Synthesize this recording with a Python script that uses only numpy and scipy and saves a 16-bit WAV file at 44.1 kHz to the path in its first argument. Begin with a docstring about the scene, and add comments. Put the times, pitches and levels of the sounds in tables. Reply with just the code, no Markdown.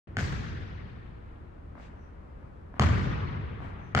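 """After a blink of silence, the dying ring of an earlier bounce over the rumble of ventilation, in a large gym.
A basketball then bounces three times on the wooden floor: struck modes give a slap and a hollow thump,
delayed copies the wall echoes, and shaped noise the long tail. Shoes tap (struck modes), scuff and squeak
(swelling noise) faintly; ventilation is noise with a slight level drift.
A stereo pair of microphones listens from across the court and opens a moment late."""
import sys
import numpy as np
from scipy import signal
from scipy.fft import rfft, irfft, next_fast_len
from scipy.io import wavfile
from scipy.ndimage import uniform_filter1d, map_coordinates

SR = 44100
rng = np.random.default_rng(int(sys.argv[2]) if len(sys.argv) > 2 else 0)


def master_out(mix):
    """Clip the mix to full scale and print it as 16-bit PCM to the path in sys.argv[1]."""
    frames = np.transpose(np.atleast_2d(mix))
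    ceiling = np.clip(frames, -1, 1)
    pcm = np.round(ceiling * 32767).astype(np.int16)
    wavfile.write(sys.argv[1], SR, pcm)


N = 176400

# Ball bounces: t/s, slap level/dB (before SLAP_TRIM_DB), thump level/dB, tail level/dB, tail boom/dB,
# tail treble/dB, ping f/Hz, ping lift in the tail/dB, echo delay stretch/ratio
BOUNCES = [(0.169, -13.5, -20.5, -28, -2, 14, 1600, 3.5, .84),
           (2.7963, -5.5, -12.5, -20.5, -2.5, 5, 1170, 4, 0.97),
           (3.9496, -5, -15.5, -19, -8, 4, 1380, 5.5, 1.0)]
# A bounce before the start, still ringing: t/s, tail level/dB
EARLIER_BOUNCE = (-0.42, -36)
# Modes of the ball's skin: f/Hz, level/dB, t60/s
SKIN_MODES = [(780, -9, .012), (1900, 1, .003), (2900, -3, .003), (4200, -8, .003), (6300, -11, .003),
              (10500, -30, .003)]
# Modes of the floor boards: f/Hz, level/dB, t60/s
BOARD_MODES = [(87, -5, 0.062), (121.7, -0.5, 0.13), (202, 1, 0.049), (356, -12.5, 0.021)]
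# Walls, roof and bleachers: delay t/s, slap level/dB (before clustering), thump level/dB, left lag/ms
ECHOES = [(.0025, -10, -23.5, 0.4), (0.014, -9.5, -3, 0.042), (.021, -7.5, -17.5, -.1),
          (0.026, -5, -5.5, -0.16), (.040, -4.5, -6.5, 0.1), (.048, -11.5, -15, -0.11),
          (.066, -11.5, -19, -0.14), (0.094, -12.5, -5.5, 0.24), (0.187, -16, -12, -0.093),
          (.265, -22, -11.5, 0.15)]
# Colour of the ball's tail: f/Hz, relative level/dB per Hz
TAIL_SPECTRUM = [(18, -35), (35, -22.5), (60, -4.5), (91, 3.5), (150, -5.5), (270, -16.5), (400, -20.5),
                 (640, -28.5), (1000, -27.5), (1900, -29.5), (2700, -37.5), (3800, -43.5), (6200, -49),
                 (8000, -57), (10200, -82), (12500, -67.5), (16000, -110)]
# Decay of the gym: f/Hz, t60/s
GYM_DECAY = [(40, 2.8), (90, 2.74), (200, 2.74), (500, 2.94), (1200, 2.49), (2500, 2.61), (3600, 2.3),
             (5000, 1.51), (7500, 0.93), (12000, 0.95)]
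# Footsteps: t/s, tap level/dB (before TAP_TRIM_DB), tail level/dB
STEPS = [(1.7534, -36.5, -57.5), (2.4288, -43.5, -73.5), (2.7412, -34.5, -55), (3.604, -33.5, -49.5)]
# Modes of a shoe on the boards: f/Hz, level/dB, t60/s
SOLE_MODES = [(260.9, -4, 0.042), (699, 3, 0.007), (1010, 7, 0.0053), (1440, -1, 0.0057)]
# Colour of a footstep's tail: f/Hz, relative level/dB per Hz
STEP_TAIL_SPECTRUM = [(60, -24), (200, -7), (900, 0.5), (2000, -8.5), (4000, -28), (8000, -44)]
# Shoe scuffs: centre t/s, swell width/s, level/dB
SCUFFS = [(1.84, .05, -63), (3.665, .065, -70)]
# Colour of the scuffs: f/Hz, relative level/dB per Hz
SCUFF_SPECTRUM = [(800, -14), (2000, 0), (4000, -9), (6500, -14), (8200, -19), (9500, -40)]
# Shoe squeaks: centre t/s, swell width/s, pitch f/Hz, level/dB
SQUEAKS = [(2.04, .07, 5900, -82), (3.865, .07, 6050, -78)]
# Colour of the ventilation: f/Hz, relative level/dB per Hz
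AIR_SPECTRUM = [(12, -53), (20, -10.5), (79, 0), (103, -8.5), (208, -15), (258, -18), (321, -18),
                (467, -20.5), (507, -21.5), (801, -26.5), (1270, -28.5), (3160, -50), (12500, -72.5),
                (16200, -84), (22000, -120)]
# Left-right likeness of sound from all sides: f/Hz, correlation/-1 to 1
LIKENESS = [(60, 0.94), (130, 0.79), (270, 0.58), (580, -0.43), (1250, -0.29), (2660, 0.23), (5680, -0.13),
            (12100, 1)]
# Resonance of the left microphone port: centre f/Hz, width/Hz, level/dB
LEFT_PORT = (2020, 2600, 3.22)

SLAP_TRIM_DB, SLAP_RISE_S = -4, .00015
PING_DB, PING_T60_S = -2, .009  # one skin mode is pitched by how the ball lands
THUMP_DELAY_S, THUMP_RISE_S = 0.00482, 0.0033
LEFT_LAG_MS = .14  # of the direct sound
SCATTER_S, DULL_HZ = .007, 7000  # longest echo cluster; walls soak up the treble
CLUSTER_TRIM_DB, CLUSTER_SPREAD_DB, CLUSTER_SPREAD_MS = -6, 3, .15
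BUILD_S, BOOM_BUILD_S = .014, 0.044  # build-up of the whole tail, and of its boom
BOOM_HZ, TREBLE_HZ, RING_OCTAVES, PATCHY_DB = 260, 3520, 0.43, 2.24
TAP_TRIM_DB, TAP_RISE_S = -3, 0.00054
SCUFF_FADE_S = .1  # lingering of scuffs and squeaks
SQUEAK_WIDTH_HZ = 1400
AIR_DB, AIR_DRIFT_DB, AIR_DRIFT_HZ = -46, 0.27, 6
LEFT_DB = 0.78
START_S, START_RISE_S, TOP_HZ = .0715, .002, 12750


def ball():
    """Each bounce excites skin, boards and gym; an earlier one is still dying away."""
    earlier_s, earlier_db = EARLIER_BOUNCE
    out = amp(earlier_db) * tail(earlier_s, TAIL_SPECTRUM)
    for s, slap_db, thump_db, tail_db, boom_db, treble_db, ping_hz, ping_db, stretch in BOUNCES:
        out += thump(s, thump_db, stretch)
        out += slap(s, slap_db, ping_hz, stretch)
        out += amp(tail_db) * tail(s, TAIL_SPECTRUM, boom_db, treble_db, ping_hz, ping_db)
    return out


def slap(s, level_db, ping_hz, stretch):
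    """The skin's short modes and its ping, struck with inverted polarity and echoed by the gym."""
    modes = SKIN_MODES + [(ping_hz, PING_DB, PING_T60_S)]
    return -echoed(amp(level_db + SLAP_TRIM_DB) * ring(s, modes, SLAP_RISE_S), stretch)


def thump(s, level_db, stretch):
    """The boards' low modes speak just after the slap, with one plain echo per surface."""
    blow = amp(level_db) * ring(s + THUMP_DELAY_S, BOARD_MODES, THUMP_RISE_S)
    direct = [(0.00012, 0.027, LEFT_LAG_MS)]
    return arrive(blow, direct + [(delay * stretch, db, lag) for delay, _, db, lag in ECHOES])


def ring(start_s, modes, rise_s):
    """One blow on an object: decaying sines, each mode's level varied by about 1 dB."""
    t = np.maximum(np.arange(N) / SR - start_s, 0)
    x = 0
    for hz, db, t60 in modes:
        x = x + amp(db + rng.standard_normal() - 60 * t / t60) * np.sin(2 * np.pi * hz * t)
    return x * (1 - np.exp(-t / rise_s))


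def echoed(x, stretch, count=4):
    """A sharp sound straight across the court, then in dulled clusters off each surface."""
    paths = []
    for s, db, _, lag in ECHOES:
        scatter = SCATTER_S * min(s / .02, 1)  # the earliest echoes are tighter
        lateness = np.r_[0, rng.random(count - 1)]
        for late, vary in zip(lateness, rng.standard_normal(count)):
            paths.append((s * stretch + scatter * late,
                          db + CLUSTER_TRIM_DB + CLUSTER_SPREAD_DB * vary,
                          lag + CLUSTER_SPREAD_MS * vary))
    direct = arrive(x, [(0, 0.036, LEFT_LAG_MS)])
    dulled = filtered(x, lambda hz: 1 / (1 + 1j * hz / DULL_HZ))
    return direct + arrive(dulled, paths)


def arrive(x, paths):
    """Sum delayed copies at both ports over (delay/s, level/dB, left lag/ms) paths."""
    s, db, lag_ms = np.transpose(paths)
    taps = []
    for delay in (s + lag_ms / 1000, s):
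        samples = np.round(np.maximum(delay, 0) * SR).astype(int)
        taps.append(np.bincount(samples, amp(db), SR // 2))
    return signal.fftconvolve(x[None], taps, axes=1)[:, :N]


def tail(start_s, spectrum, boom_db=0, treble_db=0, ring_hz=1000, ring_db=0):
    """The gym's answer: noise builds up, then each frequency dies at its own speed, a little unevenly."""
    hz, t, z = signal.stft(diffuse(spectrum), SR, nperseg=256)
    hz = hz[:, None] + 20  # keeps clear of 0 Hz
    since = np.maximum(t - start_s, 0)
    boom = boom_db / (1 + (hz / BOOM_HZ) ** 4)
    treble = treble_db / (1 + (TREBLE_HZ / hz) ** 4)
    ping = ring_db * np.exp(-(np.log2(hz / ring_hz) / RING_OCTAVES) ** 2)
    # smoothed random patches over frequency and time
    patches = uniform_filter1d(rng.standard_normal(z.shape[1:]), size=3, axis=0)
    patches = unit(uniform_filter1d(patches, size=4, axis=1))
    uneven_db = PATCHY_DB * patches * (hz > BOOM_HZ)
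    decay_db = -60 * since / np.maximum(along(GYM_DECAY, hz), .1)
    z = z * amp(decay_db + boom + treble + ping + uneven_db)
    # the lows swell up more slowly
    z = z * np.where(hz < BOOM_HZ, 1 - np.exp(-(since / BOOM_BUILD_S) ** 2), 1)
    age = np.maximum(np.arange(N) / SR - start_s, 0)
    return signal.istft(z, SR, nperseg=256)[1][:, :N] * (1 - np.exp(-(age / BUILD_S) ** 2))


def shoes():
    """The player's shoes on the boards: taps, scuffs and squeaks."""
    return footsteps() + scuffs() + squeaks()


def footsteps():
    """Soft taps: sole modes struck once, echoed, each with a tail."""
    out = 0
    for s, db, tail_db in STEPS:
        out = out + echoed(amp(db + TAP_TRIM_DB) * ring(s, SOLE_MODES, TAP_RISE_S), 1)
        out = out + amp(tail_db) * tail(s, STEP_TAIL_SPECTRUM)
    return out


def scuffs():
    """Rubbing soles: broad noise that swells and lingers."""
    return diffuse(SCUFF_SPECTRUM) * sum(amp(db) * swell(s, width) for s, width, db in SCUFFS)


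def squeaks():
    """Thin squeaks: noise peaked around a pitch, swelling and lingering."""
    out = 0
    for s, width, hz, db in SQUEAKS:
        band = [(hz - SQUEAK_WIDTH_HZ, -30), (hz, 0), (hz + SQUEAK_WIDTH_HZ, -30), (hz + 1500, -90)]
        out = out + amp(db) * swell(s, width) * diffuse(band)
    return out


def swell(s, width_s):
    """Loudness that rises like a bell curve, then lingers in the room."""
    t = np.arange(N) / SR - s
    bell = np.exp(-(t / width_s) ** 2)
    linger = .4 * np.exp(-np.abs(t) / SCUFF_FADE_S)
    return np.where(t < 0, bell, np.maximum(bell, linger))


def ventilation():
    """Rumble and hush from all sides: shaped noise, breathing slightly in level."""
    drift = map_coordinates(rng.standard_normal(40), [np.arange(N) * AIR_DRIFT_HZ / SR])
    return amp(AIR_DB + AIR_DRIFT_DB * drift) * diffuse(AIR_SPECTRUM)


def diffuse(spectrum):
    """Stereo noise of rms 1 from all sides: the mid-side balance sets the left-right likeness."""
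    def response(hz):
        turn = np.arccos(np.clip(along(LIKENESS, hz), -1, 1)) / 2
        return amp(along(spectrum, hz)) * [np.cos(turn), np.sin(turn)]

    mid, side = filtered(rng.standard_normal((2, N)), response)
    return unit(np.array([mid + side, mid - side]))


def filtered(x, response):
    """Shape x in the spectrum by a complex response of frequency."""
    m = next_fast_len(x.shape[-1] + SR // 2)
    return irfft(rfft(x, m) * response(np.fft.rfftfreq(m, 1 / SR)), m)[..., :x.shape[-1]]


def along(points, hz):
    """Read a curve of (f/Hz, value) points on a log frequency axis."""
    f, v = np.transpose(points)
    return np.interp(np.log(hz + 1), np.log(f + 1), v)


def amp(db):
    """Decibels to linear gain."""
    return 10 ** (np.asarray(db) / 20)


def unit(x):
    """Scale to rms 1."""
    return x / np.sqrt(np.mean(x ** 2) + 1e-20)


def scene():
    """Ball in front, shoes behind it, ventilation underneath."""
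    return ball() + shoes() + ventilation()


def record(dry):
    """Microphones: a louder, resonant left port, a late opening and a sharp treble limit."""
    centre, width, peak_db = LEFT_PORT

    def left_port(hz):
        damping = 1j * hz * width
        resonance = damping / (centre * centre - hz * hz + damping)
        return amp(LEFT_DB) * (1 + (amp(peak_db) - 1) * resonance)

    ports = np.array([filtered(dry[0], left_port), dry[1]])
    opening = np.clip((np.arange(N) / SR - START_S) / START_RISE_S, 0, 1)
    return filtered(ports * opening, lambda hz: hz < TOP_HZ)


dry = scene()
out = record(dry)
master_out(out)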